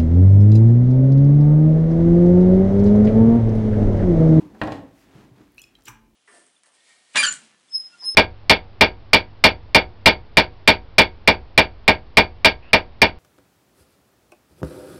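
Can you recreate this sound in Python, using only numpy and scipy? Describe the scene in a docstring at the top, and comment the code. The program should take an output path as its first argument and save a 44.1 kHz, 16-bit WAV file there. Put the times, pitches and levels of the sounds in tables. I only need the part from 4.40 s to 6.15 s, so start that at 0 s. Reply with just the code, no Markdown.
"""A cheese wheel is set down on a wooden board in a cellar, over still air and rubbing.
First soft padded bumps, then one hard knock: the board's modes ring, low-passed by each contact.
The wheel rocks and settles; its damp rind smacks and scrapes as short noise.
A hand slides off with a hiss and swish, then takes a wet brush from a bowl with low, soft tones.
The brush drips ticks and ringing bubbles, then spills: crowded bubbles, spray noise, bowl modes."""
import sys
import numpy as np
from scipy import signal
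from scipy.fft import rfft, irfft
from scipy.io import wavfile
from scipy.ndimage import uniform_filter1d

SR = 44100
rng = np.random.default_rng(int(sys.argv[2]) if len(sys.argv) > 2 else 0)


def dump(signal):
    """Clip the signal to [-1, 1] and save it as 16-bit WAV at the path in sys.argv[1]."""
    limited = np.clip(np.atleast_2d(signal).T, -1, 1)
    pcm = np.round(limited * 32767).astype(np.int16)
    wavfile.write(sys.argv[1], SR, pcm)


N = 77175
TIME = np.arange(N) / SR
BUBBLE_GLIDE_PER_S = 2.2  # relative pitch rise of a bubble
HISS_GRAIN_DB = 1.5


def from_db(db):
    """Decibels to gain."""
    return 10 ** (np.asarray(db) / 20)


def rms_one(x):
    """Scale to unit power."""
    return x / np.sqrt(np.mean(x ** 2) + 1e-20)


def at_hz(points, hz):
    """Read a table on a log-frequency axis."""
    f, value = np.transpose(points)
    return np.interp(np.log(np.maximum(hz, 1)), np.log(f), value)


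def level(rows):
    """Gain over time from (t/s, level/dB) rows."""
    return from_db(np.interp(TIME, *np.transpose(rows)))


def noise(spectrum):
    """Noise of a given colour above 24 Hz, unit power."""
    hz = np.arange(N // 2 + 1) * SR / N
    white = rfft(rng.standard_normal(N))
    return rms_one(irfft(white * from_db(at_hz(spectrum, hz)) * (hz > 24), N))


def grainy(x, depth_db):
    """Break a hiss into grains of about two milliseconds."""
    grains = rms_one(uniform_filter1d(rng.standard_normal(N), size=80))
    return rms_one(x * from_db(depth_db * grains))


def decay(t60_s):
    """Envelope that loses 60 dB in t60_s."""
    return np.exp(-np.log(1000) * TIME / max(t60_s, 1e-4))


def at(s, x):
    """Start a sound at time s."""
    return np.concatenate([np.zeros(max(int(s * SR), 0)), x])[:N]


def glide_sine(hz, age_s, glide_per_s):
    """Sine whose pitch rises linearly from hz."""
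    return np.sin(2 * np.pi * hz * age_s * (1 + glide_per_s * age_s / 2))


def blip(hz, rise_s, t60_s, glide_per_s=0):
    """One damped tone with a soft start and an optional pitch rise."""
    return (1 - np.exp(-TIME / rise_s)) * decay(t60_s) * glide_sine(hz, TIME, glide_per_s)


def ringing(modes):
    """A struck body: decaying sines, each swelling with a time constant of 0.86 cycle."""
    return sum(from_db(db) * blip(hz, 0.86 / hz, t60_s) for hz, db, t60_s in modes)


def bursts(rows, spectrum, t60_s):
    """Short noisy contacts of one colour."""
    return sum(at(s, from_db(db) * noise(spectrum) * decay(t60_s)) for s, db in rows)


def air():
    """Still air: steady noise, strongest in the bass."""
    # f/Hz, relative level/dB per Hz
    air_spectrum = [(25, -6), (45, 4), (100, -7), (280, -1.5), (550, -17), (1200, -26.5), (4000, -27),
                    (9000, -30), (15000, -32)]
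    air_db = -63.5
    return from_db(air_db) * noise(air_spectrum)


def cellar(x):
    """Walls and shelves scatter the sound into a dense tail; the treble dies first."""
    # f/Hz, echo level/dB
    echo_level = [(80, -6), (300, -1), (800, -3.5), (2000, -7.5), (4000, -9), (7000, -8), (14000, -8)]
    # f/Hz, t60/s
    echo_t60 = [(100, 0.57), (400, .54), (1000, 0.47), (3000, 0.4), (7000, 0.23), (14000, 0.19)]
    first_echo_s, build_s = 0.005, 0.0013
    hz = np.arange(N // 2 + 1) * SR / N
    coloured = rfft(rng.standard_normal(N)) * from_db(at_hz(echo_level, hz))
    tail = 0
    for centre_hz, t60_s in echo_t60:
        # overlapping bands that sum to one
        share = at_hz([(f, f == centre_hz) for f, _ in echo_t60], hz)
        envelope = decay(t60_s) * (1 - np.exp(-TIME / build_s))
        tail = tail + irfft(coloured * share, N) * envelope / np.linalg.norm(envelope)
    return signal.fftconvolve(x, at(first_echo_s, tail))[:N]


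def rubbing():
    """Friction on the board: low rumble noise under a varying level."""
    # t/s, level/dB
    rub_level = [(0, -42.5), (.04, -47), (.1, -53.5), (.2, -51.5), (.45, -60), (.6, -70), (.7, -56.5),
                 (.82, -51.5), (.92, -60.5), (1.01, -53), (1.1, -65.5), (1.4, -69.5), (1.75, -73)]
    # f/Hz, relative level/dB per Hz
    rub_spectrum = [(30, -10), (80, 0), (200, -0.5), (380, 0.5), (520, -8.5), (1000, -9.5), (1400, -24),
                    (3000, -46), (9000, -71)]
    return level(rub_level) * noise(rub_spectrum)


def sliding():
    """Skin and cloth slide with a grainy hiss; fingers slip off the rind with a thin swish."""
    # t/s, level/dB of the hiss
    slide_level = [(0, -56.5), (.07, -63), (.13, -66), (.2, -59.5), (.5, -67.5), (.56, -66), (.62, -62),
                   (.68, -63.5), (.78, -57.5), (.85, -61), (.92, -70), (1, -62), (1.1, -68.5), (1.4, -69.5),
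                   (1.7, -85)]
    # hiss: f/Hz, relative level/dB per Hz
    slide_spectrum = [(400, 0), (1700, 4), (3000, -1.5), (6000, -9), (10000, -15.5), (15000, -21)]
    # swish: f/Hz, relative level/dB per Hz
    swish_spectrum = [(1500, -19), (5000, 2), (10000, -2.5), (14000, -4)]
    swish_at_s, swish_width_s, swish_db = 0.598, 0.065, -67
    hiss = level(slide_level) * grainy(noise(slide_spectrum), HISS_GRAIN_DB)
    swell = np.exp(-((TIME - swish_at_s) / swish_width_s) ** 2)
    return hiss + from_db(swish_db) * swell * noise(swish_spectrum)


def bumps():
    """Padded contacts of hands, wheel and brush handle: a few cycles of a low tone each."""
    # t/s, level/dB, f/Hz
    bump_rows = [(.02, -28.5, 302.6), (0.054, -32, 176), (0.132, -31.5, 215), (.349, -22, 275.3),
                 (.418, -34, 187), (.452, -50, 281), (0.752, -32.5, 150.6), (0.779, -37, 202),
                 (.829, -44, 339), (.853, -40, 266), (0.912, -35.5, 123), (.981, -38.5, 199),
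                 (1.004, -39.5, 295), (1.028, -50, 251)]
    rise_s, t60_s = 0.0051, 0.07
    return sum(at(s, from_db(db) * blip(hz, rise_s, t60_s)) for s, db, hz in bump_rows)


def taps():
    """Light taps of brush and wheel: short noise bursts."""
    # t/s, level/dB
    tap_rows = [(.148, -48), (.984, -67), (1.387, -58.5)]
    # f/Hz, relative level/dB per Hz
    tap_spectrum = [(200, -9.5), (600, 4.5), (1200, -1.5), (1800, -3.5), (2400, -20.5), (8000, -34.5)]
    return bursts(tap_rows, tap_spectrum, t60_s=0.072)


def drips():
    """Drops from the bristles trap bubbles: damped tones of rising pitch."""
    # t/s, level/dB, f/Hz, t60/s
    drip_rows = [(1.1803, -27, 2535, .018), (1.1885, -37, 2650, 0.04), (1.194, -41.5, 2880, 0.036),
                 (1.19, -41, 4140, 0.013), (1.195, -51, 5780, 0.09), (1.2168, -29.5, 7040, 0.011),
                 (1.218, -48, 3285, 0.068), (1.2175, -43, 5150, 0.023), (1.2395, -36.5, 2517, .022),
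                 (1.24, -42, 5240, 0.023), (1.3523, -39, 3177, 0.021), (1.3528, -45, 3880, 0.026),
                 (1.4549, -25, 7300, 0.0056), (1.4836, -35, 5900, 0.014), (1.502, -41, 1005, .05)]
    rise_s = 0.0013
    return sum(at(s, from_db(db) * blip(hz, rise_s, t60_s, BUBBLE_GLIDE_PER_S))
               for s, db, hz, t60_s in drip_rows)


def ticks():
    """Drops tick on the water: noise bursts, each peaked at its own frequency."""
    # t/s, level/dB, centre f/Hz
    tick_rows = [(1.1198, -58, 13000), (1.146, -57, 12000), (1.16, -59, 13000), (1.1742, -55, 11000),
                 (1.1808, -40, 3050), (1.188, -48, 3820), (1.195, -46, 10500), (1.218, -41, 8000),
                 (1.238, -48, 4970), (1.3526, -53.5, 3620), (1.388, -64, 6000), (1.4086, -56.5, 5000),
                 (1.422, -54.5, 4970), (1.437, -55, 12900), (1.4575, -45, 11000), (1.491, -45, 13000),
                 (1.4825, -39, 5070), (1.535, -61, 13000)]
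    skirt_db_per_octave, t60_s = -11.5, 0.0096
    out = 0
    for s, db, hz in tick_rows:
        colour = [(hz * 2. ** octave, skirt_db_per_octave * abs(octave)) for octave in range(-2, 3)]
        out = out + bursts([(s, db)], colour, t60_s)
    return out


def bubbles():
    """The spill traps a crowd of ringing bubbles; their pitch falls steeply, then rises a little."""
    # t/s, relative level/dB, middle pitch f/Hz
    spill = [(1.44, -81, 6000), (1.46, -54.5, 4100), (1.466, -56, 3400), (1.472, -45, 2990),
             (1.482, -39, 1860), (1.491, -47, 1500), (1.507, -52.5, 1110), (1.53, -60, 1380),
             (1.6, -87, 1600)]
    bubbles_per_s, cycles_per_t60, low_cut_hz = 1100, 23, 850
    pitch_spread = 0.48  # largest deviation, natural log of pitch
    s, db, pitch_hz = np.transpose(spill)
    count = int(bubbles_per_s * (s[-1] - s[0]))
    crowd = np.zeros(2 * N)
    age_s = TIME[:SR // 25]
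    for k, (jitter, size, sign) in enumerate(rng.uniform(-1, 1, (count, 3))):
        born_s = s[0] + (k + jitter / 2) / bubbles_per_s
        hz = np.interp(born_s, s, pitch_hz) * np.exp(pitch_spread * size)
        t60_s = cycles_per_t60 / hz
        # even power whatever the decay and crowding
        density_gain = 2 * np.sqrt(np.log(1000) / (t60_s * bubbles_per_s))
        gain = from_db(np.interp(born_s, s, db)) * density_gain * np.sign(sign)
        ring = np.exp(-np.log(1000) * age_s / t60_s) * glide_sine(hz, age_s, BUBBLE_GLIDE_PER_S)
        start = int(born_s * SR)
        crowd[start:start + len(age_s)] += gain * ring
    low_cut = signal.butter(6, low_cut_hz, "high", fs=SR, output="sos")
    return signal.sosfilt(low_cut, crowd[:N] + 1e-18)


def spray():
    """A crackling puff: grainy noise that swells and fades exponentially."""
    # f/Hz, relative level/dB per Hz
    spray_spectrum = [(100, 6), (430, 13), (560, -16), (750, -25), (950, -8), (3600, 3.5), (4700, -11),
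                      (5900, 12), (6550, -3), (7200, 5), (9000, -4), (15000, -3.5)]
    peak_s, rise_s, fall_s, peak_db, grain_db = 1.484, 0.0096, 0.011, -40, 1
    late_s = TIME - peak_s
    puff = from_db(peak_db) * np.exp(np.minimum(late_s / rise_s, -late_s / fall_s))
    return puff * grainy(noise(spray_spectrum), grain_db)


def bowl():
    """The water-filled bowl rings under the spill: decaying modes."""
    # f/Hz, level/dB, t60/s
    bowl_modes = [(39, -52.5, 0.78), (117.7, -41.5, 0.21), (222, -58.5, 1), (875.6, -48.5, 0.23),
                  (950, -45.5, 0.13), (1014, -53.5, 0.13), (1630, -47, 0.17), (2350, -54, 0.3)]
    struck_s = 1.481
    return at(struck_s, ringing(bowl_modes))


def rind():
    """The damp rind smacks on the wood, then scrapes as the wheel settles: noise of one colour."""
    # smacks: t/s, level/dB
    smack_rows = [(.2156, -42), (.2352, -36), (.273, -37), (.3207, -32), (.356, -48)]
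    # scrape: t/s, level/dB
    scrape_level = [(.212, -88), (.22, -61), (.25, -49), (.3, -52), (.335, -47), (.38, -56), (.44, -75)]
    # f/Hz, relative level/dB per Hz
    rind_spectrum = [(800, 9.5), (1800, 10), (3800, 5), (5800, -6.5), (7400, -7.5), (9500, -14),
                     (15000, -28)]
    smack_t60_s = 0.037
    scraping = (TIME > scrape_level[0][0]) * (TIME < scrape_level[-1][0])
    scrape = level(scrape_level) * scraping * grainy(noise(rind_spectrum), HISS_GRAIN_DB)
    return bursts(smack_rows, rind_spectrum, smack_t60_s) + scrape


def wheel_on_board():
    """Each blow rings the loaded board; a softer contact leaves out the treble."""
    # t/s, strength/dB, contact low-pass f/Hz
    blows = [(.2152, -1, 6400), (.2218, 2, 950), (.2345, -2, 590), (.2565, -10, 590), (.273, -3.5, 653),
             (.28, -1.5, 650), (.304, -9.5, 460), (0.3202, -13, 1300), (0.386, -13, 300)]
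    # board modes: f/Hz, mean level/dB, t60/s
    board_modes = [(75.3, -40, 0.48), (99, -35, 0.34), (116.7, -38.5, .25), (175.9, -39.5, 0.32),
                   (261.6, -39, 0.31), (310, -35.5, .12), (353, -37.5, 0.32), (533.7, -29.5, .17),
                   (580, -33, .12), (667, -23.5, 0.1), (791.5, -23, 0.095), (876.5, -23.5, 0.048),
                   (1087, -26, 0.15), (1874, -24.5, 0.074), (2463, -26, 0.056), (2710, -27.5, 0.013)]
    # dense, short-lived modes as noise: f/Hz, relative level/dB per Hz
    crack_spectrum = [(100, -7), (280, 4), (460, -11.5), (600, 7.5), (850, 2), (1250, -9), (1550, 1.5),
                      (2100, -10), (2750, -4.5), (3500, -16.5), (4300, -11.5), (5800, -36), (15000, -25)]
    crack_db, crack_t60_s = -17.5, 0.043
    mode_spread_db = 3.5  # each blow feeds the modes differently
    out = 0
    for s, db, contact_hz in blows:
        modes = ringing([(hz, mode_db + mode_spread_db * rng.standard_normal(), t60_s)
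                         for hz, mode_db, t60_s in board_modes])
        crack = from_db(crack_db) * noise(crack_spectrum) * decay(crack_t60_s)
        contact = signal.butter(2, min(contact_hz, SR / 3), fs=SR, output="sos")
        out = out + at(s, from_db(db) * signal.sosfilt(contact, modes + crack + 1e-18))
    return out


def scene():
    """Impacts and water echo in the cellar; friction and still air are added without echo."""
    wheel = wheel_on_board() + rind()
    water = drips() + ticks() + bubbles() + spray() + bowl()
    direct = wheel + bumps() + taps() + water
    return (direct + cellar(direct) + rubbing() + sliding() + air())[None]


def record(dry):
    """The microphone loses the deepest bass; the top is cut steeply."""
    low_cut_hz, top_hz = 32, 15900
    low_cut = signal.butter(2, low_cut_hz, "high", fs=SR, output="sos")
    top_cut = signal.ellip(10, .2, 70, top_hz, fs=SR, output="sos")
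    return signal.sosfilt(top_cut, signal.sosfilt(low_cut, dry))


dry = scene()
out = record(dry)
dump(out)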